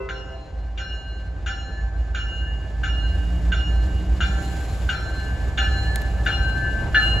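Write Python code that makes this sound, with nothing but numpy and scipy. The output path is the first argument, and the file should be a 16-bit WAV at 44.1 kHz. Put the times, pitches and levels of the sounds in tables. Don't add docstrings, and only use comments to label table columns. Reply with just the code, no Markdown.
import sys
import numpy as np
from scipy import signal
from scipy.fft import rfft, irfft
from scipy.io import wavfile
from scipy.ndimage import map_coordinates

SR = 44100
rng = np.random.default_rng(int(sys.argv[2]) if len(sys.argv) > 2 else 0)


def transcribe(u):
    v = np.clip(np.atleast_2d(u).T, -1, 1)
    q = np.round(v * 32767).astype(np.int16)
    wavfile.write(sys.argv[1], SR, q)


N = 317520
T = np.arange(N) / SR


def amp(db):
    return 10 ** (np.asarray(db) / 20)


def unit(x):
    return x / np.sqrt(np.mean(x ** 2) + 1e-20)


def read(points, hz):
    f, value = np.transpose(points)
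    return np.interp(np.log(hz + 1), np.log(f + 1), value)


def curve(rows, axis=1):
    rows = np.asarray(rows)
    return np.interp(T, rows[:, 0], rows[:, axis])


def add(mix, s, sound):
    start = max(round(s * SR), 0)
    part = mix[..., start:][..., :sound.shape[-1]]
    part += sound[..., :part.shape[-1]]


def drift(rate_hz):
    points = 2048
    hz = np.fft.rfftfreq(points, T[-1] / points)
    lowpass = (hz > 0) / (1 + (hz / rate_hz) ** 4)
    slow = irfft(rfft(rng.standard_normal(points)) * lowpass)
    return unit(np.interp(T, np.linspace(0, T[-1], len(slow)), slow))


def burst(colour, t60, size):
    spectrum = rfft(rng.standard_normal(size))
    noise = irfft(spectrum * amp(read(colour, np.fft.rfftfreq(size, 1 / SR))))
    return unit(noise) * amp(-60 * np.arange(size) / SR / t60)


def wash(colour, rolloff_db=12):
    # (frequency [Hz], left-right likeness [0-1])
    likeness = [(60, .98), (150, .92), (300, .93), (640, .78), (1400, .78), (3000, .7), (5500, .55),
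                (8000, .9), (15000, .92)]
    # (frequency [Hz], lead of the left port [rad])
    left_lead = [(20, 0), (7200, -.2), (8200, -1.5), (9100, -3.1), (11200, -6.3), (13600, -9.4),
                 (15300, -12.4)]
    hz = np.fft.rfftfreq(N, 1 / SR)
    left, other = rfft(rng.standard_normal((2, N)))
    same = np.clip(read(likeness, hz), 0, 1)
    right = same * left + np.sqrt(1 - same ** 2) * other
    right = right * np.exp(-1j * read(left_lead, hz))
    octaves_above = np.log2(np.maximum(hz / colour[-1][0], 1))
    gain = amp(read(colour, hz) - rolloff_db * octaves_above)
    return unit(irfft(np.array([left, right]) * gain, N))


def fuzzy_tone(hz, width_hz, blur):
    turn = 2 * np.pi * (np.cumsum(hz * np.ones(N)) / SR + rng.random())
    in_step = (1 + blur * drift(width_hz)) * np.sin(turn)
    across = blur * drift(width_hz) * np.cos(turn)
    return (in_step + across) / np.sqrt(.5 + blur ** 2)


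def level(start_db, db_per_s, effort_db):
    # (time [s], effort [0-1])
    effort = [(0, 0.25), (2.5, 0.27), (3, 0.83), (4.1, 1), (4.4, 0.93), (4.75, 0), (7.2, 0.02)]
    return amp(start_db + db_per_s * T + effort_db * curve(effort))


def horn():
    # (frequency [Hz], level [dB], t60 of the direct sound and echo [s],
    # echo from the trees [dB re level], lingering sound [dB re level])
    partials = [(326.6, -51, 0.91, -3, -17), (391.6, -35.5, 0.85, -26, -16), (436, -48, 1.8, -15, -33.5),
                (523, -44.5, 0.25, -11, -1.5), (660, -46, 0.68, 5.5, -11), (955, -48.5, 0.88, -6, -22.5),
                (1043, -41.5, 0.72, -16, -19.5), (1150, -55.5, 1.1, -13, -24.5),
                (1282, -42.5, 0.79, -24, -47), (1500, -45, 0.9, -30, -50), (2024, -48.5, 1, -35, -41.5),
                (2680, -49, 0.94, -20, -33.5)]
    echo_s, echo_rise_s, linger_t60 = 0.27, 0.064, 5
    port_phase = 0.49
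    out = np.zeros((2, N))
    after_echo = T - echo_s
    for hz, db, t60, echo_db, linger_db in partials:
        direct = amp(-60 * T / t60)
        echo = amp(echo_db - 60 * np.maximum(after_echo, 0) / t60)
        echo = echo * np.clip(after_echo / echo_rise_s, 0, 1)
        linger = amp(linger_db - 60 * T / linger_t60) * (1 + .5 * drift(36))
        tone = signal.hilbert(fuzzy_tone(hz, width_hz=9, blur=0.3))
        apart = np.exp(1j * rng.choice([-1, 1]) * port_phase * np.array([[1], [-1]]))
        out += amp(db) * (direct + echo + linger) * (tone * apart).real
    return out


def engine():
    # (time [s], frequency [Hz])
    exhaust_note = [(0, 56.02), (1.2, 55.86), (2.2, 55.2), (2.65, 55.18), (3.5, 57.4), (4.05, 58.95),
                    (4.5, 62.3), (5, 61.16), (5.55, 59.36), (6.5, 57.33), (7.2, 54.8)]
    # (multiple of the note,
    # relative level [dB])
    cylinder_lines = [(0.798, -20), (0.932, -23), (1, 5), (1.134, -7), (1.199, -10.5), (1.301, -14.5),
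                      (1.41, -16.5), (1.999, -30)]
    # (time [s], level [dB])
    exhaust_level = [(0, -32.5), (.45, -37), (.6, -29.5), (1.25, -32), (1.35, -26), (1.65, -30),
                     (1.9, -24.5), (2.25, -27.5), (2.55, -27), (3, -23), (4.3, -23), (4.4, -27.5),
                     (4.9, -27.5), (5.7, -23), (6.1, -26), (6.3, -23.5), (7, -29.5), (7.1, -23)]
    # (frequency [Hz], relative level per Hz [dB])
    throb_colour = [(20, -39), (33, -14.5), (44, 2.5), (54, 24), (70, 11.5), (90, 14), (130, -47.5)]
    # (frequency [Hz], relative level per Hz [dB])
    rumble_colour = [(45, 6), (75, 6.5), (95, 3.5), (125, 1), (165, -6), (215, -17), (310, -12.5),
                     (420, -24), (700, -72)]
    # (level at the start [dB], growth [dB/s], rise at full effort [dB])
    rumble_level = (-42.5, 2.62, 4.1)
    # (level at the start [dB], growth [dB/s], rise at full effort [dB])
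    drone_level = (-60, 1.58, 16.6)

    note = curve(exhaust_note)
    lines = unit(sum(amp(db) * fuzzy_tone(k * note, width_hz=3, blur=.1) for k, db in cylinder_lines))
    exhaust = amp(curve(exhaust_level)) * (lines + amp(-5) * wash(throb_colour))
    firing = 1 + 0.22 * np.sin(2 * np.pi * np.cumsum(note) / SR)
    rumble = level(*rumble_level) * firing * wash(rumble_colour)
    drone = fuzzy_tone(3.06 * note, width_hz=15.0, blur=0.92)
    upper_drone = amp(-6.5) * fuzzy_tone(5.26 * note, width_hz=90, blur=0.68)
    return exhaust + rumble + level(*drone_level) * (drone + upper_drone)


def wheels():
    # (frequency [Hz], relative level per Hz [dB])
    roar_colour = [(200, 4), (380, 1.5), (520, 0), (680, 3), (900, -4.5), (1200, -9), (1700, -12),
                   (2400, -16.5), (3300, -28.5), (5000, -35), (8000, -35.5), (12000, -73)]
    # (level at the start [dB], growth [dB/s], rise at full effort [dB])
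    roar_level = (-48, 1.9, 0.99)
    # (frequency [Hz], relative level per Hz [dB])
    hiss_colour = [(1500, 9.5), (3000, 9.5), (4500, 7), (5600, 3.5), (7400, -4.5), (8500, -5.5),
                   (10000, -15.5), (13000, -41)]
    # (frequency [Hz], relative level per Hz [dB])
    sizzle_colour = [(4000, -37), (7000, 6), (9000, -6), (11300, -3), (13000, -13), (15500, -15),
                     (16500, -22)]
    # (time [s], level of the sizzle [dB])
    rail_surges = [(0, -80), (2, -74.5), (2.8, -67.5), (3.3, -59), (3.6, -62), (4.2, -60), (4.45, -50.5),
                   (4.8, -52.5), (4.95, -57), (5.55, -58), (5.9, -55), (6.35, -57.5), (6.9, -59.5),
                   (7.05, -51), (7.2, -54)]
    roar = level(*roar_level) * amp(.8 * drift(12)) * wash(roar_colour)
    surge_db = curve(rail_surges)
    gust_db = 1.3 * drift(26)
    hiss = amp(-19 + 0.53 * surge_db + gust_db) * wash(hiss_colour)
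    sizzle = amp(surge_db + gust_db) * wash(sizzle_colour)
    return roar + hiss + sizzle


def fading():
    depth, rate_hz = 0.42, 5.5
    wander = drift(rate_hz) + 1j * drift(rate_hz)
    return abs(1 + depth * wander) / np.sqrt(1 + 2 * depth ** 2)


def flutter(x, depth, size=18):
    z = signal.stft(x, nperseg=512, noverlap=384)[2]
    shape = (3,) + z.shape
    chance = rng.standard_normal(shape) + 1j * rng.standard_normal(shape)
    smooth = np.outer(np.hanning(9), np.hanning(size))
    chance = signal.fftconvolve(chance, smooth[None], "same", axes=(1, 2))
    chance /= np.std(chance)
    shared, apart = chance[0], chance[1:]
    gain = (1 + depth * shared + 0.5 * apart) / np.sqrt(1 + depth ** 2)
    return signal.istft(z * gain, nperseg=512, noverlap=384)[1][:, :N]


def trees(x, t60=0.61, count=24):
    t = np.arange(SR * 3 // 4) / SR
    out = np.zeros((2, N))
    for k in range(count):
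        sparse = rng.standard_normal((2, len(t))) * (rng.random((2, len(t))) < .05)
        taps = sparse * amp(-60 * t / t60) * (t > .006)
        taps = taps / np.linalg.norm(taps[0])
        place = T / T[-1] * (count - 1) - k
        here = abs(place) < 1
        part = x[here] * np.cos(np.pi / 2 * place[here])
        add(out, T[here][0], signal.fftconvolve(part[None], taps, axes=1))
    return out


def bell(count=4):
    # (time [s], low clang [dB], bright clang [dB],
    # ring of each of the four singing partials, low to high [4 x dB])
    strokes = [(0.0886, 3, -3, -5, -5, -3.5, 7), (0.775, -0.5, 1, 1.5, -4.5, -1, 6.5),
               (1.4615, 3.5, 2, -1.5, -1, -5.5, 3.5), (2.1469, 0.5, 0, 2, 1, 0.5, -5),
               (2.833, -.5, -3, 2, 1.5, 0.5, -0.5), (3.519, -2, -1, 1, -5, -3, -4),
               (4.2045, 2, 1.5, -0.5, -6, -7.5, 1.5), (4.89, 0, -2, -2, -2, -8, -0.5),
               (5.575, 0, 0, -1.5, 5.5, -6, 3), (6.2605, -1, -1, 4, 4.5, -4, -5.5),
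               (6.9446, 0, -5.5, 3.5, 11, 4, 1.5)]
    # (frequency [Hz], relative level [dB], t60 [s], swell time [s],
    # distance up to a twin mode that beats with it [Hz], share of the twin)
    bell_modes = [(1554, -38, 3.5, .01, 10, .3), (1735, -40, 3.3, .003, 3.1, .1),
                  (2856, -36, 1.9, .02, 13, .3), (4138, -41, 1.4, .05, 3.5, .4),
                  (781.5, -51.5, 6, .004, 3, .1), (1278, -38, .85, .002, 3, .2),
                  (1366, -38, .7, .002, 4, .2), (1394, -37, .6, .003, 3, .2),
                  (1440, -32.5, .2, .002, 14, .3), (1497, -35.5, .24, .002, 14, .5),
                  (1531, -31, .26, .002, 8, .2), (1549, -32, .4, .012, 2, .2),
                  (1574, -30, .26, .002, 8, .2), (2012, -46, .15, .001, 86, .8),
                  (2245, -47, .2, .001, 86, .7), (2402, -48.5, .55, .002, 4, .2),
                  (2579, -48.5, .25, .002, 70, 1), (2850, -21, .12, .025, 8, .3),
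                  (3178, -40, .2, .002, 10, .3), (3187, -53, .8, .01, 4, .2),
                  (3382, -46, .16, .001, 25, .5), (3520, -36, .22, .001, 32, .8),
                  (3709, -47, .15, .001, 20, .4), (4066, -56, .8, .005, 4, .3),
                  (4570, -55, .4, .005, 20, .7), (5507, -45, .6, .09, 65, .25),
                  (5694, -51, .15, .008, 430, .6), (6790, -42, .22, .018, 6, .2),
                  (6786, -55, 2.3, .02, 5, .3), (6989, -59, .9, .02, 4, .3)]
    # (frequency [Hz], relative level per Hz [dB])
    crack_colour = [(1000, -55), (1250, -24.5), (1400, 1), (1550, 2), (1850, -2.5), (2200, -6), (2700, -15),
                    (3500, -5.5), (4400, -14.5), (5100, -25), (7000, -16.5), (9000, -76)]
    # (frequency [Hz], gain [dB])
    radiation = [(780, 3), (1280, -8), (1450, -1.5), (1600, -2), (2200, 2), (2850, 4.5), (3400, -2.5),
                 (4140, -1.5), (5500, 11), (6900, -1)]
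    # (frequency [Hz], gain at time zero [dB], growth [dB/s])
    approach = [(1580, -3.5, 1.9461), (2850, -7, 1.87), (4200, -9.5, 3.16), (5930, -7, 0.15),
                (6788, -3.5, 1.1)]
    # (time [s], lag [s])
    left_lag = [(0, 0.000012), (5.8, 0.0000033), (6.6, 0.000048)]
    crack_db, crack_rise_s, crack_t60 = -39.5, 0.00056, 0.29
    bright_hz = 2300
    scatter = 0.84

    t = np.arange(32768) / SR
    hz, db, t60, swell, beat, twin = np.transpose(bell_modes)[:, :, None]
    modes = np.exp(2j * np.pi * hz * t) + twin * np.exp(2j * np.pi * (hz + beat) * t)
    modes *= amp(db + read(radiation, hz) - 60 * t / t60) * (1 - np.exp(-t / swell))
    band_hz, start_db, db_per_s = np.transpose(approach)
    singing, clang = np.zeros((count, N)), np.zeros(N)
    for s, low_db, bright_db, *ring_db in strokes:
        near = amp(np.interp(hz, band_hz, start_db + db_per_s * s))
        start_phase = np.exp(1j * scatter * rng.standard_normal(hz.shape))
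        struck = near * (modes * start_phase).imag
        crack = burst(crack_colour, t60=crack_t60, size=len(t)) * (1 - np.exp(-t / crack_rise_s))
        crack = amp(crack_db + low_db) * near[0] * crack
        clang_gain = amp(np.where(hz < bright_hz, low_db, bright_db))
        add(singing, s, amp(ring_db)[:, None] * struck[:count])
        add(clang, s, (clang_gain * struck)[count:].sum(0) + crack)
    ringing = clang + sum(partial * fading() for partial in singing)
    left, right = flutter(ringing, depth=.25)
    left = map_coordinates(left, [(T - curve(left_lag)) * SR])
    return amp(0.23) * np.array([left, right]) + amp(-5) * trees(ringing)


def ticks():
    # (time [s], relative level [dB], left minus right [dB])
    tick_times = [(5.9589, -19.5, 5.5), (6.0183, -31, 4), (6.2542, -37, -1)]
    # (frequency [Hz], relative level per Hz [dB])
    tick_colour = [(800, -2), (2400, 12), (4000, 8), (5500, 7), (8000, 1), (11500, 4), (16000, -7)]
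    out = np.zeros((2, N))
    for s, db, pan_db in tick_times:
        snap = burst(tick_colour, t60=.011, size=4096)
        rattle = amp(-24) * burst(tick_colour, t60=.07, size=4096)
        pan = amp([[pan_db / 2], [-pan_db / 2]])
        add(out, s, amp(db - 2.5) * pan * (snap + rattle))
    return out


def scene():
    return (horn() + engine() + wheels() + bell() + ticks()) * np.minimum(T / .006, 1)


def record(dry):
    # (frequency [Hz], left minus right [dB])
    tilt = [(60, -1.2), (200, -.4), (700, 0), (1400, 1.7), (2800, 1.8), (4400, .6), (6000, -.8), (9000, 0)]
    hz = np.fft.rfftfreq(N, 1 / SR)
    port_db = read(tilt, hz) * np.array([[.5], [-.5]])
    heard = irfft(rfft(dry) * amp(port_db), N)
    heard = signal.sosfilt(signal.butter(8, 35, "highpass", fs=SR, output="sos"), heard)
    band_limit = signal.firwin(511, 16000, window=("kaiser", 9), fs=SR)
    return signal.oaconvolve(heard, band_limit[None], "same")


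dry = scene()
out = record(dry)
transcribe(out)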